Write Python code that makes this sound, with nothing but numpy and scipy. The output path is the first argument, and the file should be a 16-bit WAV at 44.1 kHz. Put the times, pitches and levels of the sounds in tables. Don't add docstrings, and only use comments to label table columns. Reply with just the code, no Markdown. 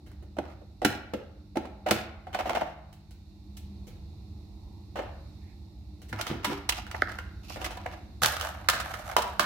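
import sys
import numpy as np
from scipy import signal
from scipy.io import wavfile

SR = 44100
rng = np.random.default_rng(int(sys.argv[2]) if len(sys.argv) > 2 else 0)


def put_to_file(sound):
    columns = np.atleast_2d(sound).T
    safe = np.clip(columns, -1, 1)
    whole_steps = np.round(safe * 32767)
    wavfile.write(sys.argv[1], SR, whole_steps.astype(np.int16))


N = 416744
TIME = np.arange(N) / SR
BANDS, FINE_BANDS = np.geomspace(125, 14000, 15), np.geomspace(25, 16000, 29)


def from_db(db):
    return 10 ** (np.asarray(db) / 20)


def rms_one(x):
    return x / np.sqrt(np.mean(x ** 2) + 1e-20)


def at_hz(points, hz):
    f, value = np.transpose(points)
    return np.interp(np.log(hz), np.log(f), value)


def decay(t, t60):
    return np.exp(-np.log(1000) * t / t60)


def panned(db):
    return from_db(np.array([[db], [-db]]) / 2)


def add(out, s, sound):
    i = max(round(s * SR), 0)
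    out[:, i:i + sound.shape[1]] += sound[:, :N - i]


def drift(per_s):
    knots = rng.standard_normal(4000)
    return rms_one(np.interp(TIME * per_s, np.arange(len(knots)), knots))


def bandpass(x, edges_hz, order):
    return signal.sosfilt(signal.butter(order, edges_hz, "band", fs=SR, output="sos"), x + 1e-18)


# frequency in Hz, left-right correlation.
MIC_LIKENESS = [(60, .98), (160, .94), (300, .86), (600, .62), (1200, .35), (2500, .1), (5000, -.05),
                (12000, 0)]
# frequency in Hz, left over right in dB.
MIC_BALANCE = [(100, -2), (500, -4.5), (1200, -3.5), (2500, -5.5), (4500, -5.5), (8000, -1.5), (14000, 3.5)]
def stereo_band(pair, hz, bank=BANDS):
    half_step = np.sqrt(bank[1] / bank[0])
    pair = bandpass(pair, [hz / half_step, hz * half_step], order=3)
    alike = at_hz(MIC_LIKENESS, hz)
    mid, side = np.sqrt((1 + alike) / 2) * pair[0], np.sqrt((1 - alike) / 2) * pair[1]
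    return np.array([mid + side, mid - side]) * panned(at_hz(MIC_BALANCE, hz))


def stereo_tone(t, hz, lag, phase=0):
    apart = np.array([[lag], [-lag]]) * (1 - at_hz(MIC_LIKENESS, hz))
    return np.sin(2 * np.pi * hz * t + phase + apart)


def coloured(pairs, spectrum):
    inside = [hz for hz in FINE_BANDS if spectrum[0][0] <= hz <= spectrum[-1][0]]
    return rms_one(sum(from_db(at_hz(spectrum, hz)) * stereo_band(pairs[k % 2], hz, FINE_BANDS)
                       for k, hz in enumerate(inside)))


# time in seconds, level in dB.
RUMBLE_LEVEL = [(0.0, -46), (0.34, -49.5), (1.76, -50), (2.45, -46.5), (2.82, -53.5), (3.81, -43.5),
                (5.79, -46), (7.53, -43), (9.45, -46)]
HISS_LEVEL = [(0, -70), (1.3, -70), (2.85, -71), (3.7, -66), (4.9, -66.5), (5.3, -64.5), (5.75, -67.5),
              (7.3, -64.5), (8.15, -65.5), (9.45, -62)]
# frequency in Hz, relative level in dB.
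RUMBLE_SPECTRUM = [(15, -48), (25, -29), (41, -6.5), (64, 5), (107, -4), (170, -26), (202, -8.5),
                   (266, -25.5), (290, -15), (338, -14.5), (362, -24.5), (537, -35), (769, -27.5),
                   (1500, -50.5), (1950, -95.5), (3300, -120)]
HISS_SPECTRUM = [(710, -33.5), (1200, -5.5), (1400, -27.5), (1640, -20.5), (2380, -3), (2980, -25.5),
                 (3830, -0.5), (5900, -13), (9820, -22), (12600, -18), (16000, -31.5)]
HUM_TONES = [(59.2, -65), (75, -52), (97, -56), (151, -60), (199.5, -56), (301, -64.5), (339, -67.5)]
def room_tone(hum_db=-3.5, waver_db=4):
    rumble = coloured(rng.standard_normal((2, 2, N)), RUMBLE_SPECTRUM)
    rumble *= from_db(np.interp(TIME, *np.transpose(RUMBLE_LEVEL)))
    swells = from_db(-0.3 * np.array([[drift(2.7)], [drift(3)]]))
    hiss = coloured(swells * rng.standard_normal((2, 2, N)), HISS_SPECTRUM)
    hiss *= from_db(np.interp(TIME, *np.transpose(HISS_LEVEL)))
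    hum = 0
    for hz, db in HUM_TONES:
        level = from_db(db + hum_db + waver_db * drift(2.7))
        hum += level * np.sqrt(2) * np.sin(2 * np.pi * hz * TIME + 0.9 * drift(4))
    return rumble + hiss + hum


# frequency in Hz, t60 in seconds.
ROOM_T60 = [(150, 0.34), (400, 0.56), (900, 0.8), (2500, 0.59), (5000, 0.43), (9000, 0.25), (15000, 0.28)]
# frequency in Hz, gain in dB.
ROOM_GAIN = [(150, -2), (400, -8), (900, -8.5), (2500, -4.5), (5000, -6.5), (9000, -8.5), (15000, -4.5)]
BOX_GAIN = [(150, 4), (400, -8.5), (1200, -19.5), (4000, -5.5), (12000, -14.5)]
def room_response(box_t60=0.064, far_wall_s=0.075, far_wall_db=0.5):
    t, response = np.arange(int(.9 * SR)) / SR, 0
    room_onset = from_db(far_wall_db * (t > far_wall_s)) * np.clip(t / 0.00047, 0, 1)
    box_onset = np.clip(t / 0.0044 - 1, 0, 1)
    for hz in BANDS:
        share = np.sqrt(hz * np.log(BANDS[1] / BANDS[0]) * 2 / SR / len(t))
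        balance = panned(at_hz(MIC_BALANCE, hz))
        box, room = (stereo_band(pair, hz) / balance for pair in rng.standard_normal((2, 2, len(t))))
        box = rms_one(box * box_onset * decay(t, box_t60))
        room = rms_one(room * room_onset * decay(t, at_hz(ROOM_T60, hz)))
        response += share * (from_db(at_hz(BOX_GAIN, hz)) * box + from_db(at_hz(ROOM_GAIN, hz)) * room)
    return response


def reverberation(x):
    paths = (signal.fftconvolve(side[None], room_response(), axes=1) for side in x)
    return sum(paths)[:, :N] / np.sqrt(2)


# delay in seconds, gain in dB, left over right in dB.
WALL_ECHOES = [(.0135, -23, 0), (.053, -21, -4.5), (0.0638, -21.5, 9.5), (0.0761, -20.5, -1),
               (.081, -27.5, -3), (.0917, -28, -1), (.1017, -25, -4), (.108, -30, 2.5), (.126, -32, -3)]
def wall_echoes(x):
    out, thin = np.zeros((2, N)), bandpass(x, [500, 5970], order=1)
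    for delay, db, pan_db in WALL_ECHOES:
        add(out, delay, from_db(db) * panned(pan_db) * thin)
    return out


# middle in seconds, half length in seconds, pitch in Hz, level in dB.
BRUSHES = [(4.703, 0.17, 854, -66), (5.484, .08, 2070, -68.5)]
def brushes():
    out = 0
    for s, half_s, hz, db in BRUSHES:
        swish = rms_one(stereo_band(rng.standard_normal((2, N)), hz))
        out += from_db(db) * np.exp(-((TIME - s) / half_s) ** 2) * swish
    return out


# start in seconds, level in dB, most excited frequency in Hz.
BOX_BUMPS = [(0.85, -31, 150), (1.911, -34.5, 140), (6.118, -36.5, 101), (6.299, -28, 160),
             (6.47, -30, 247), (6.518, -36, 315), (8.221, -33, 154), (9.397, -36, 215)]
# mode in Hz, relative level in dB, t60 in seconds.
BOX_MODES = [(104.4, 4, 0.55), (144.4, 1, 0.23), (211.5, 4.5, 0.12), (287.5, 0, 0.42), (395, 6, 0.32)]
def box_bumps(attack_s=0.0028):
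    out, t = np.zeros((2, N)), np.arange(SR // 2) / SR
    for s, db, pitch in BOX_BUMPS:
        ring = 0
        for hz, level, t60 in BOX_MODES:
            nearness = np.exp(-(2 * np.log2(hz / pitch)) ** 2)
            ring += from_db(db + level) * nearness * decay(t, t60) * np.sin(2 * np.pi * hz * t)
        add(out, s, ring * (1 - np.exp(-t / attack_s)) * panned(0))
    return out


def friction(strokes, body_spectrum, grit_spectrum, slips_per_s, spread_db, judder_db, body_db, grit_db):
    attack_s, release_s, slip_s = 0.0092, 0.036, 0.0024
    body, grit = np.zeros(N), np.zeros(N)
    for start, length, body_level, grit_level in strokes:
        swell = np.clip((TIME - start) / attack_s, 0, 1)
        fade = np.exp(-np.clip((TIME - start - length) / release_s, 0, 20))
        body += from_db(body_level + body_db) * swell * fade
        grit += from_db(grit_level + grit_db) * swell * fade
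    slips = rng.random(N) < slips_per_s / SR
    sizes = from_db(spread_db * np.minimum(rng.exponential(1, N), 4))
    pressure = signal.lfilter([1], [1, -np.exp(-1 / (slip_s * SR))], slips * sizes + 1e-18)
    grains = pressure * rng.standard_normal((2, 2, N)) * from_db(judder_db * drift(45))
    return body * coloured(grains, body_spectrum) + grit * coloured(grains, grit_spectrum)


# start and length in seconds, relative body and grit levels in dB.
RUBS = [(0.396, .1, -50.5, -64), (2.375, 0.063, -38, -44), (2.513, .13, -40, -49), (6.135, .21, -40.5, -52),
        (6.428, .13, -38.5, -47.5), (6.698, .07, -37, -44), (6.897, 0.26, -43.5, -50),
        (7.431, 0.2, -52.5, -44), (7.606, 0.024, -29.5, -39), (7.8, .16, -46.5, -54.5)]
ROD_SLIDES = [(8.216, 0.046, -29, -25.5), (8.28, 0.12, -39, -57), (8.41, 0.078, -37.5, -46),
              (8.53, 0.14, -46.5, -61.5), (8.71, 0.091, -37, -60), (8.84, 0.26, -44, -52.5),
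              (9.095, 0.022, -40.5, -59), (9.24, 0.17, -45, -55.5)]
# frequency in Hz, relative level in dB.
RUB_BODY = [(150, -51), (250, -21.5), (301, 2.5), (441, -31.5), (702, 6.5), (938, -11), (1360, -3),
            (1640, -20), (2110, -10), (4000, -46), (5200, -67), (8800, -120)]
RUB_GRIT = [(1470, -30), (2500, 5), (3360, -0.5), (4340, 1.5), (5350, 2.5), (8940, -11.5), (12600, -6.5),
            (16000, -30)]
ROD_BODY = [(400, -19), (700, 6), (950, -7.5), (1350, -1.5), (2000, -11), (3000, -19), (4200, -23)]
ROD_GRIT = [(2400, 0.5), (3600, -2), (6000, -1), (9000, -6), (12500, -2.5), (16000, -16)]
def rubbing():
    shells = friction(RUBS, RUB_BODY, RUB_GRIT, slips_per_s=1800, spread_db=4.5, judder_db=7,
                      body_db=-4.5, grit_db=-6)
    rods = friction(ROD_SLIDES, ROD_BODY, ROD_GRIT, slips_per_s=420, spread_db=3, judder_db=2,
                    body_db=-2.5, grit_db=-3.5)
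    return shells * panned(0.3) + rods * panned(0.5)


def rattles(count=20, centre_hz=1350, chatter_ms=1.4, room_db=-3.5):
    start, length, body_db, _ = np.transpose(RUBS)
    ends, rows = np.cumsum(length), []
    for k, (when, softness, tone) in enumerate(rng.uniform(-1.1, 1, (count, 3))):
        rubbed_s = (k + (1 + when) / 2) / count * ends[-1]
        i = np.searchsorted(ends, rubbed_s)
        s = start[i] + ends[i] - rubbed_s
        db = body_db[i] - 8.5 - 3.5 * softness
        rows.append((s, db, centre_hz * 2 ** (.3 * tone), 0, chatter_ms, room_db))
    return rows


def struck(rows, hollow_db, thump_db, snap_db, tick_db):
    return [(s, ms, pitch, db, hollow_db, db + thump_db, db + snap_db + hard, db + tick_db + hard, send)
            for s, db, pitch, hard, ms, send in rows]


def contacts(hits, modes, response, chatter_db, ring_db, rise, cycles, hollow_octaves,
             cavity_db, cavity_t60, cavity_split, pan_db=0, firm_ms=4.76):
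    t = np.arange(SR // 3) / SR
    n = SR // 10
    noises = [stereo_band(rng.standard_normal((2, (len(hits) + 1) * n)), hz) for hz in BANDS]
    for k, (s, ms, pitch, clack, hollow, thump, snap, tick, send_db) in enumerate(hits, 1):
        slope = [(110, thump - 21), (300, thump), (pitch, clack - hollow),
                 (3500, snap), (10000, tick), (15000, tick - 2)]
        contact_s = max(ms, .5) / 1000
        sound = np.zeros((2, len(t)))

        def colour_db(hz):
            return at_hz(slope, hz) + hollow * np.exp(-abs(np.log2(hz / pitch) / hollow_octaves) ** 3)

        for hz, noise in zip(BANDS, noises):
            life_s = contact_s + cycles / hz
            envelope = np.exp(-t[:n] / life_s) * (1 - np.exp(-t[:n] / (rise * life_s))) ** 2
            chatter = rms_one(noise[:, k * n:(k + 1) * n] * envelope)
            sound[:, :n] += from_db(colour_db(hz) + at_hz(response, hz) + chatter_db) * chatter
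        swell = min(ms / firm_ms, 1) * (1 - np.exp(-t / contact_s))
        for (hz, level, t60), (scatter_db, lag) in zip(modes, rng.standard_normal((len(modes), 2))):
            gain = from_db(colour_db(hz) + level + ring_db + scatter_db)
            sound += gain * swell * decay(t, t60) * stereo_tone(t, hz, lag)
        hollowness = 1 - from_db(-max(hollow, 0))
        cavity = from_db(clack + cavity_db) * hollowness * swell * decay(t, cavity_t60)
        for step, (detune, phase, lag) in zip((-1, 0, 1), rng.uniform(-0.89, 1, (3, 3))):
            hz = pitch * (1 + cavity_split * (step + detune / 2))
            sound += cavity * stereo_tone(t, hz, lag, np.pi * phase)
        yield s, sound * panned(pan_db), send_db


# resonance in Hz, width in octaves, peak in dB.
BOILER_RESONANCES = [(350, 0.91, -26), (660, 0.52, -24), (1403, 0.34, -14), (1835, 0.43, -13),
                     (3860, 0.86, -22), (9000, 1.2, -32)]
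def boiler_pop(start_s=7.0204, send_db=-5.5):
    click, pop = signal.unit_impulse(SR // 20), 0
    for hz, octaves, db in BOILER_RESONANCES:
        ring = bandpass(click, hz * 2 ** (np.array([-.5, .5]) * octaves), order=4)
        pop += from_db(db) * ring / np.abs(ring).max()
    yield start_s, pop * panned(-7), send_db


# start in seconds,
# relative clack level in dB, pitch in Hz, hardness in dB, contact time in milliseconds, room send in dB.
RED_KNOCKS_AND_ECHO = [(6.127, -35, 1560, -5.5, 3.2, 1), (6.211, -36.5, 1340, 11.5, 3.5, -1),
                       (6.267, -37, 1300, 4, 3.6, 7.5), (6.444, -27, 1040, 5, 7.2, 1.5),
                       (6.69, -30, 1010, 16, 6.9, -8), (6.721, -33, 2670, 3, 5.7, -4.5),
                       (6.866, -46, 1230, -1.5, 2.3, 6), (6.912, -41, 1450, 4, 4.5, -1),
                       (6.943, -36.5, 690, -20, 5.1, 0), (6.946, -32, 1700, -19, 3.9, -12),
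                       (7.083, -41, 1500, -20, 2, -2), (7.115, -43, 750, 0, 5.6, -7),
                       (7.186, -36.5, 1560, -4, 3.5, 0.5), (7.501, -41, 764, -8.5, 4.4, -5),
                       (7.559, -39.5, 620, -9, 2.8, 12), (7.615, -37, 900, -3, 2.8, 7),
                       (7.642, -34, 1740, 7.5, 11, -7), (7.705, -42, 750, -0.5, 8.4, 8),
                       (7.77, -39.5, 760, -2.5, 6.1, -8), (7.858, -33, 660, -19, 5.1, 2),
                       (7.862, -37.5, 1890, -7, 2.8, -0.5), (9.397, -28, 560, -3, 4.3, 2)]
CARD_SCUFFS = [(6.13, -51.5, 430, 9, 5, 1), (6.298, -44, 530, 4, 7, 5), (6.336, -51, 493, -10, 11, 4),
               (6.499, -46, 790, -13.5, 1.8, -7), (6.517, -41, 420, -2.5, 4.8, -1.5)]
RED_COLOUR = dict(hollow_db=3, thump_db=-25, snap_db=-12.5, tick_db=-17.5)
SCUFF_COLOUR = dict(hollow_db=-5.5, thump_db=11, snap_db=-10.5, tick_db=-26)
RATTLE_COLOUR = dict(hollow_db=12.5, thump_db=-16, snap_db=-8.5, tick_db=-24)
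# mode in Hz, relative level in dB, t60 in seconds.
RED_MODES = [(208, -20, 0.18), (336, -11, 0.2), (495, -9, 0.09), (600, -12, 0.12), (743, -3, 0.07),
             (980, -5, 0.19), (1220, -19, 0.1), (1400, -9, .2), (1616, -21, 0.12), (2000, -23, 0.12),
             (2500, -23, .1), (3260, -27, .1), (4900, -14, .06)]
# frequency in Hz, gain in dB.
RED_RESPONSE = [(245, 0.1), (480, 0.49), (675, 1), (945, -1.5), (1324, -0.32), (2600, 0.46), (7000, -0.13)]
def red_shell():
    hits = struck(RED_KNOCKS_AND_ECHO, **RED_COLOUR) + struck(CARD_SCUFFS, **SCUFF_COLOUR)
    hits += struck(rattles(), **RATTLE_COLOUR)
    return contacts(hits, RED_MODES, RED_RESPONSE, chatter_db=-10, ring_db=2.5, rise=0.21, cycles=0.25,
                    hollow_octaves=0.29, cavity_db=-14, cavity_t60=0.14, cavity_split=0.08)


ROD_CLACKS_AND_ECHOES = [(8.219, -27, 1200, -3.5, 2.1, 1), (8.233, -25, 1230, 10, 3, 2),
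                         (8.246, -23, 1230, -3, 1.7, 3), (8.259, -26.5, 1310, 10.5, 2.1, -11),
                         (8.272, -36, 1300, 4, 2, 4), (8.366, -35.5, 1330, 5, 3.2, -3),
                         (8.397, -47, 1340, 11, 3.5, 4), (8.411, -35, 1290, 8, 2, 3.5),
                         (8.686, -17.5, 1430, 4, 3.4, 0), (8.698, -29, 1420, 11.5, 4, -6),
                         (8.733, -33.5, 1400, 2.5, 5, 7.5), (8.798, -31.5, 1350, 4, 11.5, -5),
                         (8.937, -33.5, 1500, -1.5, 7, -1), (9.112, -37.5, 1470, -1.5, 6, -2),
                         (9.165, -15.5, 970, -3.5, 3.7, 1), (9.182, -28, 560, 0, 5, 1.5),
                         (9.191, -26, 985, -10, 3.8, 1), (9.219, -38.5, 1210, 11.5, 6.4, -9),
                         (9.395, -19.5, 1300, 0.5, 2.6, 4.5)]
ROD_COLOUR = dict(hollow_db=15, thump_db=-23.5, snap_db=-13.5, tick_db=-18.5)
ROD_RESPONSE = [(245, 0.5), (380, -2.5), (520, 0), (675, 5.5), (945, -3.5), (1350, -1), (2100, 1),
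                (3400, 0.5), (7000, 0.5)]
def coupling_rods():
    return contacts(struck(ROD_CLACKS_AND_ECHOES, **ROD_COLOUR), RED_MODES, ROD_RESPONSE,
                    chatter_db=-9.5, ring_db=1.5, rise=0.2, cycles=0.13, hollow_octaves=0.38,
                    cavity_db=-12, cavity_t60=0.09, cavity_split=0.077, pan_db=-0.5)


WHEEL_KNOCKS = [(1.861, -24.5, 624, 0, 8.2, 5.5), (2.268, -40, 743, -2.5, 4.1, 5),
                (2.328, -44, 870, 6, 3.2, 16), (2.345, -26, 776, 6.5, 3.9, -5),
                (2.35, -32.5, 630, 4, 4.8, 5.5), (2.387, -31.5, 656, 9, 6, -5),
                (2.396, -29.5, 680, 4, 5, -3), (2.406, -30.5, 736, 4.5, 3.8, -2),
                (2.455, -32, 687, 0.5, 7, 9.5), (2.494, -27.5, 890, 8, 3, 1.5),
                (2.502, -30.5, 685, 3, 4.8, -7), (2.531, -35, 700, 6, 1.9, -5),
                (2.548, -28, 710, 8, 6.6, 0.5), (2.559, -30.5, 705, 5, 2.9, 3.5),
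                (2.57, -25.5, 724, -5, 3, -5), (2.611, -33, 760, 5, 1.8, -7),
                (2.616, -23.5, 713, -8, 3.8, -3.5), (2.661, -37.5, 738, -4, 7.1, 7.5),
                (4.955, -30.5, 575, 0, 8, -1.5), (4.967, -33, 580, -0.5, 5.5, 8.5),
                (4.987, -25, 587, -5, 7.6, 1), (5.021, -35, 590, -6, 3, 7)]
WHEEL_COLOUR = dict(hollow_db=6.5, thump_db=-19, snap_db=-21.5, tick_db=-30.5)
CHASSIS_MODES = [(215, -6, .15), (310, -6, .1), (571, -9, .12), (716, -9, .07), (894, -7, .1),
                 (1174, -9, .1), (1340, -12, .08), (2500, -17, .07)]
CHASSIS_RESPONSE = [(170, -1), (300, 6), (420, -5), (600, 1.5), (945, -1), (1324, 0), (2500, 2.5),
                    (3800, -1.5), (7000, -2.5), (9000, -5), (12500, -1)]
def blue_wheels():
    return contacts(struck(WHEEL_KNOCKS, **WHEEL_COLOUR), CHASSIS_MODES, CHASSIS_RESPONSE,
                    chatter_db=-10.5, ring_db=7.5, rise=0.33, cycles=0.93, hollow_octaves=0.16,
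                    cavity_db=4.5, cavity_t60=0.059, cavity_split=0.055, pan_db=1.2)


FLAP_KNOCKS = [(.367, -42.5, 655, -0.5, 3.1, 3), (.385, -25.5, 757, -4, 2.8, -3),
               (.613, -48, 502, -11, 5.5, -6.5), (.817, -31.5, 680, -1.5, 2.7, 7.5),
               (1.135, -28.5, 489, 0.5, 3.5, 1), (1.555, -35.5, 623, 0.5, 5.2, 7.5),
               (1.569, -28.5, 830, 3, 3.4, -2.5), (1.652, -42, 866, 2.5, 4.6, 1.5),
               (1.884, -30, 868, 7, 4.6, 2)]
CATCH_SNAPS = [(.847, -24, 1337, -1, 3.8, 0), (1.908, -24, 880, 0, 4.2, 0)]
LIGHT_TICKS = [(.06, -62.5, 1640, -6, 7.5, 10.5), (.115, -59.5, 1170, -9, 2.2, 4),
               (.223, -53.5, 583, -18, 5.2, 6.5), (2.927, -63, 670, 1.5, 2.6, 6),
               (3.107, -66.5, 1510, 2.5, 3.6, 8), (3.567, -65, 890, 14, 6.6, 3.5),
               (3.868, -64.5, 517, 0, 4.5, 15), (6.016, -60.5, 1680, 0.5, 3.8, 8),
               (6.083, -70, 1750, 0.5, 4.1, 21.5)]
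FLAP_COLOUR = dict(hollow_db=6.5, thump_db=-9, snap_db=-22, tick_db=-29.5)
CATCH_COLOUR = dict(hollow_db=0.5, thump_db=-6.5, snap_db=-5.5, tick_db=-8)
TICK_COLOUR = dict(hollow_db=5, thump_db=-7, snap_db=-6, tick_db=-4)
BLUE_MODES = [(215, -9, 0.23), (285, -13, 0.2), (334, -10, 0.23), (388, -10, 0.2), (531, -19, 0.12),
              (600, -14, 0.09), (710, -8, 0.068), (781, -10, 0.13), (845, -8, 0.13), (1351, -10, .15),
              (2089, -21, .06), (2503, -13, 0.12)]
BLUE_RESPONSE = [(170, -5), (245, -0.5), (345, 3), (480, -0.5), (675, 1), (945, -6.5), (1324, 0),
                 (2600, 1.5), (7000, 0)]
def blue_shell():
    hits = struck(FLAP_KNOCKS, **FLAP_COLOUR) + struck(CATCH_SNAPS, **CATCH_COLOUR)
    hits += struck(LIGHT_TICKS, **TICK_COLOUR)
    return contacts(hits, BLUE_MODES, BLUE_RESPONSE, chatter_db=-10.5, ring_db=7.5, rise=0.45,
                    cycles=0.78, hollow_octaves=0.17, cavity_db=6, cavity_t60=0.077, cavity_split=0.039)


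# start in seconds, thump level in dB, pitch in Hz, t60 in seconds, cab ring in dB.
FLAP_SLAPS = [(.385, -27.5, 295, 0.094, -44), (.85, -14, 299.5, .17, -22.5),
              (1.137, -21.5, 300, .07, -31.5), (1.57, -19, 326, 0.056, -36.5),
              (1.912, -33.5, 240, .05, -23.5)]
def flap_slaps(attack_s=.0008, overtone_ratio=1.266, overtone_db=-5.5, send_db=-3.5):
    t = np.arange(SR // 4) / SR
    cab_hz, _, cab_t60 = BLUE_MODES[0]
    cab = decay(t, cab_t60) * np.sin(2 * np.pi * cab_hz * t)
    for s, db, hz, t60, cab_db in FLAP_SLAPS:
        fade, phase = decay(t, t60), 2 * np.pi * hz * t
        swing = fade * np.sin(phase) + from_db(overtone_db) * fade ** 2 * np.sin(overtone_ratio * phase)
        slap = (from_db(db) * swing + from_db(cab_db) * cab) * (1 - np.exp(-t / attack_s))
        yield s, slap * panned(0), send_db


def scene():
    direct, sent = np.zeros((2, N)), np.zeros((2, N))
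    for source in (blue_shell(), flap_slaps(), blue_wheels(), red_shell(), coupling_rods(), boiler_pop()):
        for s, sound, send_db in source:
            add(direct, s, sound)
            add(sent, s, sound * from_db(send_db))
    rub = rubbing()
    echoes = reverberation(sent + rub) + wall_echoes(direct)
    return direct + rub + brushes() + box_bumps() + echoes + room_tone()


def record(dry):
    lean = signal.sosfilt(signal.butter(2, 33, "high", fs=SR, output="sos"), dry)
    return signal.sosfilt(signal.ellip(10, .1, 80, 16200, fs=SR, output="sos"), lean)


dry = scene()
out = record(dry)
put_to_file(out)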